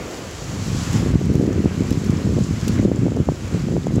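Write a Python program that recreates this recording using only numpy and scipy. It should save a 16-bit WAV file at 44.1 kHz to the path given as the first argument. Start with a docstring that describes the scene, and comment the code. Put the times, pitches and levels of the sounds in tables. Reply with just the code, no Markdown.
"""From the start slushy sea ice hisses: crystals rub as filtered noise, above a low wash of coloured-noise water.
After half a second a breeze rises over a faint stir of air, its rumble a dense train of skewed eddy pulses.
Now and then a piece of ice ticks: a noise crack and a damped ring. From about one second on, strong single
eddies buffet the microphone as thumps, sharpened by small quick swirls."""
import sys
import numpy as np
from scipy import signal
from scipy.fft import rfft, irfft, next_fast_len
from scipy.io import wavfile
from scipy.ndimage import uniform_filter1d

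SR = 44100
rng = np.random.default_rng(int(sys.argv[2]) if len(sys.argv) > 2 else 0)


def persist_wave(psi):
    """Save psi, clipped to +-1, as 16-bit WAV."""
    counts = np.round(np.clip(psi, -1, 1) * 32767).astype(np.int16)
    wavfile.write(sys.argv[1], SR, np.atleast_2d(counts).T)


N = 176400

# Table levels marked "untrimmed" are shifted by the source's own trim below.
# Rubbing of the slush: t/s, untrimmed body level/dB, level of the fine fizz/dB (trim on the steady fizz only)
SLUSH_LEVELS = [(0, -41, -43.5), (0.3, -43, -42.5), (0.55, -40.5, -40.2), (0.8, -39, -37.5),
                (0.97, -37, -36.5), (1.07, -40.5, -43.5), (1.18, -43.5, -46.5), (1.45, -44.5, -47),
                (1.7, -41, -46), (1.9, -43.5, -44), (2.3, -43, -44.5), (2.5, -44, -43.5),
                (2.66, -40, -41.0), (2.78, -40.5, -44), (2.88, -46.5, -48.5), (3.1, -45.5, -49),
                (3.33, -47.9, -48.5), (3.45, -43.5, -45), (3.62, -43.5, -45.5), (3.8, -47, -48.5),
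                (4, -46.5, -48.5)]
# Water washing under the ice: t/s, level/dB
WATER_LEVEL = [(0, -38), (.08, -32.5), (.17, -35), (.19, -28.5), (.21, -35.5), (.3, -39), (1, -39.5),
               (4, -43)]
# Strength of the wind at the microphone: t/s, untrimmed level/dB
WIND_LEVEL = [(0.0, -30.5), (0.11, -42), (0.79, -19.5), (0.8, -25.5), (0.98, -19), (1.06, -19.5),
              (1.16, -16), (1.19, -25), (1.27, -18), (1.56, -21.5), (1.59, -13.5), (1.63, -27.5),
              (1.66, -20), (1.75, -28), (1.8, -19), (1.87, -25.5), (1.92, -21), (2.02, -25.5), (2.1, -19),
              (2.17, -21), (2.23, -30), (2.25, -19), (2.43, -18.5), (2.47, -28), (2.52, -20.5),
              (2.62, -29.5), (2.63, -21.5), (2.85, -19), (2.91, -26.5), (3.03, -17.5), (3.14, -26),
              (3.21, -17), (3.25, -36), (3.29, -15.5), (3.36, -35.5), (3.45, -24.5), (3.5, -30.5),
              (3.55, -17.5), (3.59, -25), (3.61, -22), (3.69, -22.5), (3.78, -18), (3.81, -29), (4.0, -15)]
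# Typical turning rate of the eddies, which rises with the speed of the air: t/s, f/Hz
EDDY_RATE = [(0, 73.6), (.7, 97), (1.05, 121), (1.4, 153), (1.8, 131), (2.3, 148), (2.65, 112), (2.95, 145),
             (3.5, 112.6), (4, 141)]
# Ice ticks: t/s, untrimmed level/dB, ring f/Hz, share of broadband crack (clipped to 0-1), decay to 1/e /s
ICE_TICKS = [(.312, -29, 7550, 5, .002), (.93, -23, 5200, 4, 0.0033), (1.2, -33, 12000, .5, .001),
             (1.257, -31, 7000, .9, .002), (1.338, -29, 6300, 5, .0015), (1.354, -25.5, 6200, .8, 0.0023),
             (1.529, -29.5, 6500, .3, .002), (1.907, -22.5, 6700, 3, .002), (1.926, -26, 5400, .4, 0.0024),
             (2.046, -29, 5900, 1, .002), (2.063, -29.5, 5500, .3, .003), (2.106, -29, 6800, 3, .002),
             (2.171, -30, 5400, -0.5, .002), (2.438, -24.5, 7230, -2.2, 0.0017),
             (2.680, -18.5, 5280, 1.8, 0.0046), (2.788, -31, 2200, 0, 0.0046),
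             (2.960, -28.5, 7160, 0.2, 0.0016), (3.165, -34, 6110, .7, .003), (3.594, -32, 5010, .3, .002),
             (3.832, -35, 3650, -1.5, 0.0027), (3.869, -32, 6900, .2, 0.0028),
             (3.958, -27, 7400, 0, 0.0021)]
# Strongest eddies: t/s, untrimmed peak level/dB, heard pitch f/Hz
STRONG_EDDIES = [(0.9608, -4, 149), (1.1396, -10.5, 303), (1.1564, 0.5, 209), (1.3018, -3, 248),
                 (1.355, -1.5, 242), (1.3987, -2, 213), (1.4129, -5.5, 284), (1.4286, -6, 223),
                 (1.4386, -10, 286), (1.479, -4.5, 246), (1.5844, -4, 228), (1.645, -5, 238),
                 (1.659, -1.5, 225), (1.808, -5.5, 220), (1.9156, -1.5, 201), (1.9744, -5.5, 194),
                 (2.0967, -4.5, 210), (2.2499, -5, 172), (2.3196, -19, 270), (2.41, -8, 248),
                 (2.51, -6, 202), (2.6961, -5.5, 240), (2.799, -1, 198), (2.8518, 0.5, 263),
                 (2.8571, -1, 250), (2.884, -7, 260), (2.917, -2.5, 324), (3.0252, -5.5, 204),
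                 (3.0571, -6, 258), (3.0656, -7.5, 360), (3.0822, -11.5, 400), (3.1204, -8, 305),
                 (3.1716, -9, 380), (3.2026, -2, 256), (3.2888, -2, 490), (3.3208, -11, 305),
                 (3.5479, -9, 305), (3.767, -6, 400), (3.7769, -9.5, 220), (3.8696, -5, 400),
                 (3.9075, -16, 380), (3.9665, -5, 267), (3.989, -9, 250)]
# Relative spectra of the slush body, slush fizz, water and ice crack: f/Hz, level/dB
BODY_SPECTRUM = [(300, -18.5), (700, -2.5), (1150, 0.5), (1600, -2), (2300, -3.5), (3200, -8), (4500, -30),
                 (8000, -38)]
FIZZ_SPECTRUM = [(1500, -23), (3000, -2), (4300, 1), (5500, 1), (7200, 2.5), (10000, -3), (12500, -9.5),
                 (15500, -16)]
WATER_SPECTRUM = [(25, -17), (60, -6.5), (150, -2), (330, 2.5), (500, 0.5), (700, -6), (1050, -15.5),
                  (1500, -27), (2500, -31)]
CRACK_SPECTRUM = [(800, -15), (2500, -3), (6000, 0), (10000, 2), (15500, -5)]
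# Frequency response of the microphone: f/Hz, level/dB
MICROPHONE_RESPONSE = [(20, -32), (31, -25), (50, -6), (80, 0), (160, 1.5), (7400, 0.5), (7900, -2.5),
                       (8600, -11.5), (9800, -7), (16000, -6)]

BODY_TRIM_DB, FIZZ_TRIM_DB, SNAP_DB = 1, 2, -10.5
WIND_TRIM_DB, TICK_TRIM_DB, BUFFET_TRIM_DB = 1, -2.5, -3.5
SNAP_SCATTER_DB = 8  # mean of the exponential scatter, before its tail is cut
PATCH_DB, PATCH_RATE = 0.74, 12  # spread of each narrow band's wandering, and its new values per second
EDDY_SPREAD_OCT, EDDY_SCATTER_DB = 0.51, 3  # standard deviations of turning rate and strength
EDDY_TOP_HZ = 260  # quickest turning rate in the rumble
EDDY_FRONT_RAD, EDDY_SKEW = 0.88, 0.16  # balance of push and pull; how much slower recovery is than front
TICK_PHASE_HZ = 950  # variance of the ring's phase grows by pi times this per second
BUFFET_SLOWING = 0.73  # turning rate as a share of the heard pitch
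SWIRL_HZ = 744  # turning rate of the small quick swirl
SWIRL_DB, SWIRL_DB_PER_OCT = -20.5, 11  # relative to the untrimmed eddy level, for a 400 Hz pitch; its slope
TOP_HZ = 15750  # upper edge of the passband


def undb(db):
    """Logarithmic scale: convert decibels to an amplitude ratio."""
    return 10 ** (np.asarray(db) / 20)


def unit(x):
    """Power normalisation: scale to rms 1."""
    return x / np.sqrt(np.mean(x ** 2))


def curve(rows, at, column=1):
    """Linear interpolation: read one table column at the given times."""
    rows = np.array(rows, float)
    return np.interp(at, rows[:, 0], rows[:, column])


def colour(x, points):
    """Linear filtering: weight the spectrum by (f/Hz, level/dB) points on a logarithmic frequency axis."""
    hz, db = np.array(points, float).T
    size = next_fast_len(len(x) + 8192)
    f = np.maximum(np.fft.rfftfreq(size, 1 / SR), 1)
    gain = undb(np.interp(np.log(f), np.log(hz), db))
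    return irfft(rfft(x, size) * gain, size)[:len(x)]


def noise(points):
    """Spectral shaping: coloured Gaussian noise of rms 1."""
    return unit(colour(rng.standard_normal(N), points))


def walk(rate):
    """Smoothed random modulation: piecewise-linear wandering of rms 1, with `rate` new values per second."""
    hold = max(int(SR / rate), 2)
    steps = np.repeat(rng.standard_normal(1024), hold)[:N + hold]
    return unit(uniform_filter1d(steps, hold)[:N])


def add(out, start, sound):
    """Superposition: mix in a sound at a time in seconds."""
    i = int(start * SR)
    a, b = max(i, 0), min(i + len(sound), N)
    if b > a:
        out[a:b] += sound[a - i:b - i]


def patchy(x, count=36):
    """Independent band modulation: patches of slush take turns as narrow bands swell and fade."""
    spectrum = rfft(x)
    f = np.maximum(np.fft.rfftfreq(N, 1 / SR), 1)
    place = np.interp(np.log(f), np.log([600, 16000]), [0, count - 1])
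    out = np.zeros(N)
    for k in range(count):
        overlap = np.maximum(1 - np.abs(place - k), 0)  # triangular band
        out += irfft(spectrum * overlap, N) * undb(PATCH_DB * walk(PATCH_RATE))
    return unit(out)


def slush(t, flicker_db=0.81, count=5000):
    """Friction as a sum of many contacts: broad hiss, finer fizz and tiny impulsive snaps."""
    body_level = curve(SLUSH_LEVELS, t) + BODY_TRIM_DB + flicker_db * walk(22.43)
    body = patchy(noise(BODY_SPECTRUM)) * undb(body_level)
    fizz = patchy(noise(FIZZ_SPECTRUM)) * undb(FIZZ_TRIM_DB + flicker_db * walk(24.23))
    scatter = np.minimum(rng.exponential(size=count), 6)
    sizes = rng.choice([-1, 1], count) * undb(SNAP_SCATTER_DB * scatter)
    impulses = np.bincount(rng.integers(0, N, count), sizes, N)
    snaps = unit(colour(impulses, FIZZ_SPECTRUM)) * undb(SNAP_DB)
    return body + (fizz + snaps) * undb(curve(SLUSH_LEVELS, t, column=2))


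def water(t, lap_db=-2.0):
    """Amplitude-modulated noise: a low wash of water moving under the ice."""
    return noise(WATER_SPECTRUM) * undb(curve(WATER_LEVEL, t) + lap_db * walk(18))


def eddy(hz):
    """Advected vortex pressure: steep push, slower pull; returns the pulse and its lead time in seconds."""
    phase = np.arange(-4, 7, 2 * np.pi * hz / SR)
    # Warped phase runs ever more slowly, stretching the recovery.
    u = (1 - np.exp(-EDDY_SKEW * phase)) / EDDY_SKEW - np.cos(EDDY_FRONT_RAD) / 2
    shape = np.sin(EDDY_FRONT_RAD) * (1 - u ** 2) - np.cos(EDDY_FRONT_RAD) * u
    pulse = shape * np.exp(-u ** 2 / 2) * signal.windows.tukey(len(u), .3)
    return pulse / pulse.max(), -phase[0] / (2 * np.pi * hz)


def wind(t, count=900):
    """Turbulent pressure: eddies of many sizes cross the microphone, quicker and stronger in gusts."""
    out = np.zeros(N)
    times = (np.arange(count) + rng.uniform(-1.02, 1, count)) / count * N / SR
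    for at, (size, strength, side) in zip(times, rng.standard_normal((count, 3))):
        hz = curve(EDDY_RATE, at) * 2 ** (EDDY_SPREAD_OCT * size)
        pulse, lead = eddy(np.clip(hz, 20, EDDY_TOP_HZ))
        add(out, at - lead, pulse * np.sign(side) * undb(EDDY_SCATTER_DB * strength))
    # Even out the running rms over 50 ms so that the level table sets the gusts.
    out /= np.sqrt(uniform_filter1d(out ** 2, size=2200) + 1e-9)
    return out * undb(curve(WIND_LEVEL, t) + WIND_TRIM_DB)


def ticks(t, attack_s=0.000067, size=2048):
    """Damped resonance under impulsive excitation: snapping ice gives a short crack and a narrow-band ring."""
    out, cracks, age = np.zeros(N), noise(CRACK_SPECTRUM), t[:size]
    for k, (at, db, hz, share, decay) in enumerate(ICE_TICKS):
        share = np.clip(share, 0, 1)
        # A random walk of phase broadens the ring's spectral line.
        wobble = np.cumsum(rng.standard_normal(size)) * np.sqrt(np.pi * TICK_PHASE_HZ / SR)
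        ring = np.sqrt(2) * np.sin(2 * np.pi * hz * age + wobble)
        crack = cracks[k * size:(k + 1) * size]
        burst = np.sqrt(share) * crack + np.sqrt(1 - share) * ring
        envelope = (1 - np.exp(-age / attack_s)) * np.exp(-age / decay)
        add(out, at, burst * envelope * undb(db + TICK_TRIM_DB))
    return out


def buffets():
    """Isolated vortex passage: strong eddies thump, with a swirl relatively stronger on quicker ones."""
    out = np.zeros(N)
    swirl, swirl_lead = eddy(SWIRL_HZ)
    for at, db, hz in STRONG_EDDIES:
        pulse, lead = eddy(hz * BUFFET_SLOWING)
        add(out, at - lead, pulse * undb(db + BUFFET_TRIM_DB))
        swirl_db = db + SWIRL_DB + SWIRL_DB_PER_OCT * np.log2(hz / 400)
        add(out, at - swirl_lead, swirl * undb(swirl_db))
    return out


def scene():
    """Superposition of pressures: ice, water and wind at one microphone."""
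    t = np.arange(N) / SR
    return (slush(t) + water(t) + wind(t) + ticks(t) + buffets())[None]


def record(dry):
    """Transducer response: thin deep bass, lowered top, soft saturation of hard thumps, then a band limit."""
    heard = colour(dry[0], MICROPHONE_RESPONSE)
    heard = heard / (1 + (heard / .8) ** 6) ** (1 / 6)  # approaches an amplitude of 0.8
    low_pass = signal.ellip(10, .2, 80, TOP_HZ, fs=SR, output="sos")
    return signal.sosfilt(low_pass, heard)[None]


dry = scene()
out = record(dry)
persist_wave(out)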